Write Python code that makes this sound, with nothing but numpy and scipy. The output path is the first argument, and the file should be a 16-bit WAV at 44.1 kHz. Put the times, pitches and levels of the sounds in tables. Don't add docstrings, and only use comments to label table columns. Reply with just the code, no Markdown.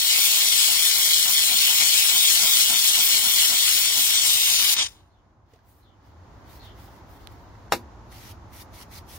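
import sys
import numpy as np
from scipy import signal
from scipy.fft import rfft, irfft
from scipy.io import wavfile
from scipy.ndimage import uniform_filter1d

SR = 44100
rng = np.random.default_rng(int(sys.argv[2]) if len(sys.argv) > 2 else 0)


def gain_from_db(level_db):
    decades = np.asarray(level_db, float) / 20
    return 10 ** decades


def log_audio(samples):
    frames = np.atleast_2d(samples).T
    limited = np.clip(frames, -1, 1)
    pcm = np.round(limited * 32767).astype(np.int16)
    wavfile.write(sys.argv[1], SR, pcm)


N = 404829

HOP = 128
HZ = np.fft.rfftfreq(4 * HOP, 1 / SR)[:, None]
FRAME_S = np.arange(N // HOP + 5) * HOP / SR
TIME = np.arange(N) / SR

# t/s, jet level/dB
PRESSURE = [
    (0, -24.5),
    (.08, -23),
    (.6, -22.5),
    (1.3, -23),
    (2.3, -22),
    (3.0, -23.5),
    (3.9, -23),
    (4.74, -21.5),
]
# hardest drag t/s, drag level/dB, reach as shortened echo/ms, back-swing surge/dB, turn fizz/dB
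STROKES = [(.18, -47, .07, 0, 4.5), (.44, -48.5, .09, 1, -1), (.72, -43.5, .07, 1, 0),
           (.98, -47.5, .04, 1.5, 2), (1.28, -42, .07, 0.5, 2), (1.53, -41, .07, 0.5, -0.5),
           (1.71, -44, 0., 0, 1.5), (1.82, -43, .05, 0.5, -1), (2.16, -41, .19, 1, 2.5),
           (2.44, -37.5, .17, 2, 2), (2.72, -38.5, .1, 2, 1.5), (2.99, -40, .09, 2, 5),
           (3.26, -40.5, .09, 2, 4.5), (3.53, -39.5, .06, 2, -1), (3.82, -48.5, .08, 2, -2.5),
           (3.98, -40, 0., -1, 2.5), (4.12, -56.5, .14, 0., -5.5), (4.26, -47, 0., -0.5, 0.5),
           (4.52, -47.5, 0., -1, -5.5)]
SEEP_S = 4.875


def evened(x):
    return x / np.sqrt(np.mean(x ** 2) + 1e-20)


def read(points, column=1):
    rows = np.array(points)
    return np.interp(np.log(HZ + 1), np.log(rows[:, 0] + 1), rows[:, column])


def curve(rows, x, column=1):
    rows = np.array(rows)
    return np.interp(x, rows[:, 0], rows[:, column])


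def bump(t, s, half):
    return np.exp(-((t - s) / half) ** 2)


def gate(rows, fade):
    return np.clip(np.minimum(TIME - rows[0][0], rows[-1][0] - TIME) / fade + 1, 0, 1)


def blotches(wide, long):
    field = rng.standard_normal((len(FRAME_S), len(HZ))).T
    for _ in range(2):
        field = uniform_filter1d(field, max(int(wide), 1), 0)
        field = uniform_filter1d(field, max(int(long), 1), 1)
    return evened(field)


def noise(left, right, same):
    a, b, c, d = rng.standard_normal((len(FRAME_S), len(HZ), 4)).T
    same = np.clip(same, -1, 1)
    shared, own = a + 1j * b, c + 1j * d
    z = np.array([left * shared, right * (same * shared + np.sqrt(1 - same ** 2) * own)])
    return signal.istft(z, nperseg=4 * HOP, noverlap=3 * HOP)[1][:, :N]


def band_rms(x, lo_hz, hi_hz):
    band = signal.butter(4, [lo_hz, hi_hz], "bandpass", fs=SR, output="sos")
    return np.std(signal.sosfilt(band, x.mean(0)))


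def steam_gain():
    # t/s, level/dB, half length/s
    cough_rows = [
        (4.752, -30.5, 0.0064),
        (4.77, -24.5, 0.0033),
        (4.795, -23.5, 0.0095),
        (4.813, -26.5, .006),
        (4.827, -25, .006),
        (4.847, -29, 0.0044),
        (4.864, -30, 0.0048),
        (4.888, -47, 0.0044),
        (4.92, -61, .006),
    ]
    surge_late_s, surge_s, smother_db = 0.027, .045, -0.12
    drain_from_db, drain_db_per_s = -34, -66.5
    seep_from_db, seep_db_per_s = -50.5, -150
    sway_db = 0
    for before, (s, _, _, surge_db, _) in zip(STROKES, STROKES[1:]):
        sway_db += surge_db * bump(FRAME_S, (before[0] + s) / 2 + surge_late_s, surge_s)
        sway_db += smother_db * bump(FRAME_S, s, surge_s)
    valve_db = curve(PRESSURE, FRAME_S) + sway_db
    open_valve = gain_from_db(np.interp(TIME, FRAME_S, valve_db)) * gate(PRESSURE, .006)
    coughs = sum(gain_from_db(db - 1.9 * ((TIME - s) / half) ** 2) ** 2 for s, db, half in cough_rows)
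    drain_db = drain_from_db + drain_db_per_s * abs(TIME - PRESSURE[-1][0])
    seep_db = seep_from_db + seep_db_per_s * (TIME - SEEP_S)
    seep = gain_from_db(uniform_filter1d(np.where(TIME < SEEP_S, drain_db, seep_db), size=400))
    return np.sqrt(open_valve ** 2 + coughs + seep ** 2)


def jet():
    # f/Hz, left/dB, right/dB
    jet_colour = [(150, -30, -29.5), (519, -26, -27.5), (1040, -19.5, -22), (1835, -17.5, -17.5),
                  (2145, -10.5, -6), (2820, -4, -3), (3840, 4.5, 2), (4300, 0, -10.5), (4800, -1.5, -11.5),
                  (5500, -1, -6), (7540, -3.5, -8.5), (8300, -2, -13), (12600, -4.5, -10), (15600, -3.5, 0)]
    # f/Hz, likeness/0-1, left ahead of right/rad
    mic_pair = [(0, .9, 0), (450, .45, .3), (750, .9, .1), (1250, .8, .2), (1650, .35, .4), (2000, .75, .8),
                (2700, .75, 2.5), (3300, .7, 2.1), (3850, .8, 3.1), (4900, .25, 6.3), (6000, .65, 9.4),
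                (7500, .55, 12), (10000, .3, 16.5), (16000, .35, 28.6)]
    # f/Hz, width/Hz, from t/s, to t/s, left/dB, right/dB
    hollows = [(2730, 80, -0.6, .17, -12, -8), (2710, 71, 0.8, 1.43, -15.5, -11.5),
               (2760, 46, 1, 1.5, -5.5, -5), (3970, 110, -1.5, 5.9, -6, -1), (6200, 62, 0, 2.2, -3, -2),
               (8100, 750, 4.5, 7.2, -5.5, -10.5), (4500, 230, -0.5, 6.3, 0.5, 0)]
    turn_lag_s, turn_s = .06, 0.066
    fizz_rest_db, fizz_s, seep_fizz_db = -7.5, .04, -14
    dull_db_per_s, dullest_db, spit_db = -400, -22.5, 5.5
    far_ms, drawn_back_ms, draw_back_s = .85, .05, 3.9
    echo_left, echo_right = .33, .12

    since = FRAME_S - PRESSURE[-1][0]
    fizz_db = fizz_rest_db + sum(db * bump(FRAME_S, s + turn_lag_s, fizz_s) for s, *_, db in STROKES)
    fizz_db = fizz_db + np.clip(dull_db_per_s * since, dullest_db, 0)
    fizz_db = np.where(FRAME_S > SEEP_S + .012, seep_fizz_db, fizz_db) + 4.5
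    left_db = fizz_db * np.clip((HZ - 8500) / 4000, 0, 1)
    left_db += (since > 0) * spit_db * np.clip((3200 - HZ) / 1200, 0, 1)
    left_db += 0.51 * blotches(120, 2) + 1.4 * blotches(3, 14) + 0.87 * blotches(40, 8)
    right_db = left_db + read(jet_colour, column=2) + 2.0 * blotches(4, 15)
    left_db += read(jet_colour)
    for hz, width, start, end, left_dip_db, right_dip_db in hollows:
        present = np.clip(np.minimum(FRAME_S - start, end - FRAME_S) / 0.06, 0, 1)
        shape = bump(HZ, hz, width) * present
        left_db = left_db + left_dip_db * shape
        right_db = right_db + right_dip_db * shape

    reach_ms = sum(ms * bump(FRAME_S, s + turn_lag_s, turn_s) for s, _, ms, *_ in STROKES)
    lag_ms = far_ms - reach_ms + drawn_back_ms * np.clip(5 * (FRAME_S - draw_back_s), 0, 1)
    lag = lag_ms / 1000
    echo = np.exp(-2j * np.pi * HZ * lag) * np.clip(HZ / 2500, 0, 1) * np.clip((16000 - HZ) / 5000, .5, 1)
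    echo *= 1 - .75 * bump(HZ, 4950, 550)
    sway = 1 + .25 * (lag_ms - .82)
    lead = np.exp(1j * curve(mic_pair, HZ, column=2) * sway)
    left = gain_from_db(left_db) * (1 - echo_left * echo) * lead
    right = gain_from_db(right_db) * (1 - echo_right * echo)
    hiss = noise(left, right, curve(mic_pair, HZ))
    drops = 0.2 * np.minimum(rng.exponential(1, N), 4) * (rng.random(N) < 900 / SR)
    hiss = hiss * (1 + signal.oaconvolve(drops, np.hanning(30), "same"))
    return hiss / band_rms(hiss[:, :4 * SR], 2700, 10000) * steam_gain()


def drag_db(t):
    drag_s, rest_db, fall_db = 0.036, -56, -8
    peaks = sum(gain_from_db(db + fall_db * ((t - s) / drag_s) ** 2) ** 2 for s, db, *_ in STROKES)
    return 10 * np.log10(peaks + gain_from_db(rest_db) ** 2)


def bristles():
    # f/Hz, width/Hz, level/dB
    sill_modes = [(733, 70, -2), (933, 130, 5.5), (800, 84, 1), (1387, 120, 3.5), (237.4, 87, 0)]
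    shared, *own = rng.standard_normal((3, N))
    drag = shared + 0.26 * np.array(own)
    drag = drag * gain_from_db(np.interp(TIME, FRAME_S, drag_db(FRAME_S))) * gate(PRESSURE, 0.033)
    t = TIME[:2000]
    drum = np.zeros(len(t))
    for hz, width, db in sill_modes:
        swell = t * width * np.exp(-2 * np.pi * width * t)
        drum += gain_from_db(db) * np.sqrt(width) * swell * np.sin(2 * np.pi * hz * t)
    return signal.oaconvolve(drag, drum[None] / np.linalg.norm(drum), axes=1)[:, :N]


def car_cabin(steam):
    t = TIME[:12000]
    cabin = rng.standard_normal((2, len(t))) * gain_from_db(-60 * t / 0.083)
    return gain_from_db(-26.5) * signal.oaconvolve(steam, cabin / np.linalg.norm(cabin[0]), axes=1)[:, :N]


def gain_control_db():
    under_db, creep_db_per_s, held_db, free_db = -59.5, 1.06, -58, -46
    hold_s, recover_s, recover_half_s = 5.02, 6.1, .25
    under = np.where(TIME < hold_s, under_db + creep_db_per_s * TIME, held_db)
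    under = uniform_filter1d(under, size=9000)
    return under + (free_db - held_db) * (.5 + .5 * np.tanh((TIME - recover_s) / recover_half_s))


def yard():
    # f/Hz, density/dB per Hz
    yard_colour = [(15, -45), (25, -21.5), (55, -1.5), (108, -1), (141, -13.5), (335, -14), (476, -20.5),
                   (560, -19.5), (911, -15.5), (2000, -30), (2550, -36), (6900, -40), (7900, -53),
                   (15900, -57)]
    # f/Hz, likeness/0-1
    yard_same = [(30, .7), (60, .82), (140, .94), (300, .88), (640, .55), (1400, .27), (3000, .05)]
    log_hz = np.log(np.fft.rfftfreq(N, 1 / SR) + 1)
    colour_hz, colour_db = np.transpose(yard_colour)
    same_hz, likeness = np.transpose(yard_same)
    same = np.clip(np.interp(log_hz, np.log(same_hz), likeness), 0, 1)
    a, b = rfft(rng.standard_normal((2, N)))
    pair = np.array([a, same * a + np.sqrt(1 - same ** 2) * b])
    wash = irfft(pair * gain_from_db(np.interp(log_hz, np.log(colour_hz), colour_db)), N)
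    treble = signal.sosfiltfilt(signal.butter(2, 1500, "highpass", fs=SR, output="sos"), wash)
    wash = wash + treble * (gain_from_db(-4 * bump(TIME, 5.42, .12)) - 1)
    return wash / band_rms(wash, 18, 16000) * gain_from_db(gain_control_db() + np.array([[-.4], [.4]]))


def bird():
    # t/s, level/dB
    calls = [
        (5.085, -73),
        (5.802, -65),
        (6.583, -51.5),
    ]
    # delay/s, length/s, first f/Hz, last f/Hz, level/dB
    slurs = [
        (0, .04, 4200, 4050, 3),
        (.022, .07, 3700, 3480, 1),
        (.05, .085, 3200, 3070, -1),
    ]
    out = np.zeros(N)
    warble_hz = 200 * evened(uniform_filter1d(rng.standard_normal(N), size=60))
    for s, call_db in calls:
        for delay, length, first_hz, last_hz, db in slurs:
            u = np.clip((TIME - s - delay) / length, 0, 1)
            hz = first_hz + (last_hz - first_hz) * u + warble_hz
            out += gain_from_db(call_db + db) * np.sin(np.pi * u) * np.sin(2 * np.pi * np.cumsum(hz) / SR)
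    t = TIME[:4000]
    smear = rng.standard_normal((2, len(t))) * gain_from_db(-60 * t / 0.24)
    smear = smear * (rng.random((2, len(t))) < .03)
    return signal.oaconvolve(out[None], smear / np.linalg.norm(smear[0]), axes=1)[:, :N]


def friction(rows, colour, lo_hz):
    tilt_db = curve(rows, FRAME_S, column=2) - np.mean(np.array(rows)[:, 2])
    shape = read(colour) + 0.78 * tilt_db * np.clip((8000 - HZ) / 3000, 0, 1) + blotches(150, 1)
    rub = noise(gain_from_db(shape + 1.7 * blotches(7, 10)), gain_from_db(shape + 2.3 * blotches(4.5, 12)), 0.14)
    return rub / band_rms(rub, lo_hz, 16400) * gain_from_db(curve(rows, TIME)) * gate(rows, .03)


def clothes():
    # f/Hz, density/dB per Hz
    rustle_colour = [(1180, -11), (2000, 7.5), (2240, -0.5), (3310, 1), (4410, 0.5), (4990, -0.5),
                     (7910, -12), (13700, -6.5), (16000, -3)]
    # peak t/s, level/dB, length/s, tilt toward the low treble/dB
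    rustles = [(5.536, -78, .03, 5), (5.705, -66.5, 0.032, -11), (5.777, -71, .05, -9), (6.07, -76, .02, 6),
               (6.534, -59, 0.055, -2.5), (6.648, -64.5, .02, 6), (6.827, -61.5, 0.055, -1),
               (6.93, -68.5, 0.076, 2.5), (7.135, -65, 0.056, -3), (7.223, -69, .03, 4),
               (7.321, -65, .002, 0), (7.4, -76, .06, 6)]
    rise_db_per_s, fall_db_per_s = 330, 220
    edge_tilt, idle_tilt_db = 0.65, 8.3
    t = FRAME_S[(FRAME_S > 5.45) & (FRAME_S < 7.66)]
    idle_db = np.clip(-100 + 36 * (t - 5.88), -100, -81)
    levels, tilts = [idle_db], [idle_tilt_db + 0 * t]
    for s, db, length, tilt_db in rustles:
        below_db = rise_db_per_s * np.maximum(s - length / 2 - t, 0)
        below_db += fall_db_per_s * np.maximum(t - s - length / 2, 0)
        levels.append(db - below_db)
        tilts.append(tilt_db + edge_tilt * below_db)
    loudest = np.argmax(levels, axis=0)[None]
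    tilt = np.take_along_axis(np.array(tilts), loudest, axis=0)[0]
    return friction(np.transpose([t, np.max(levels, axis=0), tilt]), rustle_colour, 8000)


def ticks():
    # t/s, peak level/dB, ring f/Hz, left-right/dB, t60/s, snap dull above f/Hz
    tick_rows = [
        (5.535, -51.5, 450, -2, .06, 6000),
        (5.559, -55, 680, 0, .04, 5000),
        (5.59, -62, 1610, -9, .04, 5000),
        (7.2727, -33, 3850, -21.5, 0.0018, 15000),
        (7.321, -56, 12000, -2, 0.004, 15000),
        (7.553, -55, 2000, -5, 0.022, 5000),
        (7.681, -51, 1510, -1, .02, 5000),
        (8.126, -48, 2000, 2, .02, 8900),
        (8.523, -55, 2080, 0, .02, 9000),
        (8.9385, -47, 3500, 2, .015, 12000),
    ]
    out, t = np.zeros((2, N)), TIME[:3000]
    snaps = rng.standard_normal((len(tick_rows), 2, len(t)))
    for snap, (s, db, hz, pan_db, t60, dull_hz) in zip(snaps, tick_rows):
        band = signal.butter(2, [.7 * hz, dull_hz], "bandpass", fs=SR, output="sos")
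        snap = signal.sosfilt(band, snap)
        tick = (snap + 1.5 * np.sin(2 * np.pi * hz * t)) * gain_from_db(db - 60 * t / t60)
        out[:, round(s * SR):][:, :len(t)] += tick * gain_from_db(np.array([[pan_db / 2], [-pan_db / 2]]))
    return out


def knock():
    # t/s, level/dB
    blows = [
        (7.7204, -14),
        (7.7225, 1),
        (7.724, -23),
        (7.7283, -7),
        (7.7348, -10.5),
    ]
    # f/Hz, level/dB, t60/s
    body_modes = [(237, -10.5, 0.29), (349, -16, 0.31), (476, -11, 0.11), (670, -8.5, 0.088),
                  (810, 3, 0.063), (970, -17, 0.24), (1230, -4, 0.055), (1660, -29, .07), (2000, -27, .06),
                  (2680, -8, 0.065), (3560, -17, .07), (5420, 0.5, 0.03)]
    # f/Hz, density/dB per Hz
    crack_colour = [(100, -46), (200, -21), (400, -10.5), (837, -9.5), (1300, -11.5), (2700, -15.5),
                    (3160, -25), (3700, -17.5), (5400, -19.5), (8900, -28), (14200, -27.5), (16000, -34)]
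    # f/Hz, t60/s
    tail_decay = [(150, 0.49), (400, 0.15), (1000, 0.089), (2800, 0.12), (7300, 0.12), (15000, 0.14)]
    t, hits = TIME[:9000], np.zeros(N)
    for s, db in blows:
        hits[round(s * SR)] = gain_from_db(db)
    ring = sum(gain_from_db(db - 60 * t / t60) * np.sin(2 * np.pi * hz * t) for hz, db, t60 in body_modes)
    push = 0.3 * bump(t, .0004, 0.000078) - bump(t, .0008, 0.00012)
    struck = signal.oaconvolve(hits, gain_from_db(-21.5) * ring + gain_from_db(-4.5) * push)[:N]
    since = FRAME_S - blows[1][0]
    shape = gain_from_db(read(crack_colour) - 60 * np.maximum(since, 0) / read(tail_decay)) * (since > -.02)
    burst = noise(shape, shape, 0.45)
    burst *= np.clip((TIME - blows[0][0]) / .002, 0, 1)
    return struck * gain_from_db(np.array([[1.], [-1.]])) + gain_from_db(-10.0) * burst / np.abs(burst).max()


def cloth():
    # f/Hz, density/dB per Hz
    cloth_colour = [(760, -29), (1300, -2), (1550, -8.5), (1980, -1.5), (2550, -5), (5960, -4), (7430, -13),
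                    (10700, -8.5), (16000, -9)]
    # start t/s, length/s, level/dB, tilt/dB
    wipes = [
        (8.118, 0.2, -58.5, 3),
        (8.533, 0.09, -55.5, -1),
        (8.738, 0.092, -57, 2),
        (8.916, 0.071, -55, 0.5),
        (9.088, .08, -54, -2),
    ]
    press_db, edge_db, hover_db = 5.5, -8.5, -92.5
    land_s, lift_s, hover_s = 0.0074, 0.015, 0.056
    t = FRAME_S[FRAME_S > 8.03]
    strokes = []
    for s, length, db, _ in wipes:
        corners_s = [-land_s - hover_s, -land_s, 0, length, length + lift_s, length + lift_s + hover_s]
        corners_db = [hover_db, db + edge_db, db, db + press_db, db + edge_db, hover_db]
        strokes.append(np.interp(t - s, corners_s, corners_db))
    db = np.max(strokes, axis=0)
    tilt = np.array(wipes)[np.argmax(strokes, axis=0), 3] - 0.16 * db
    return friction(np.transpose([t, db, tilt]), cloth_colour, 6800)


def scene():
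    steam = jet() + bristles()
    steam = steam + car_cabin(steam)
    return steam + yard() + bird() + clothes() + ticks() + knock() + cloth()


def starve(x, turn):
    margin_db, depth_db = -5.4, -30.5
    hz, _, z = signal.stft(turn @ x, SR, nperseg=2048, noverlap=1536)
    narrow = uniform_filter1d(uniform_filter1d(abs(z) ** 2, size=6, axis=1), size=3, axis=2)
    narrow_db = 10 * np.log10(abs(narrow) + 1e-20)
    around_db = uniform_filter1d(narrow_db, size=50, axis=1)
    weak = (narrow_db < around_db + margin_db) & (hz[:, None] > 2400)
    weak = uniform_filter1d(uniform_filter1d(1. * weak, size=4, axis=1), size=2, axis=2) > .1
    z = z * np.where(weak, gain_from_db(depth_db), 1)
    return turn @ signal.istft(z, SR, nperseg=2048, noverlap=1536)[1][:, :N]


def top_cut(x):
    return signal.sosfilt(signal.butter(12, 17090, fs=SR, output="sos"), x)


def record(dry):
    edge = signal.firwin(401, 15800, window=("kaiser", 9), fs=SR)
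    mix = signal.oaconvolve(dry, edge[None], "same", axes=1)
    middle_side = np.array([[1, 0.96], [1, -0.97]]) / np.sqrt(2)
    for turn in (np.eye(2), middle_side):
        mix = starve(mix, turn)
    return top_cut(mix)


dry = scene()
out = record(dry)
log_audio(out)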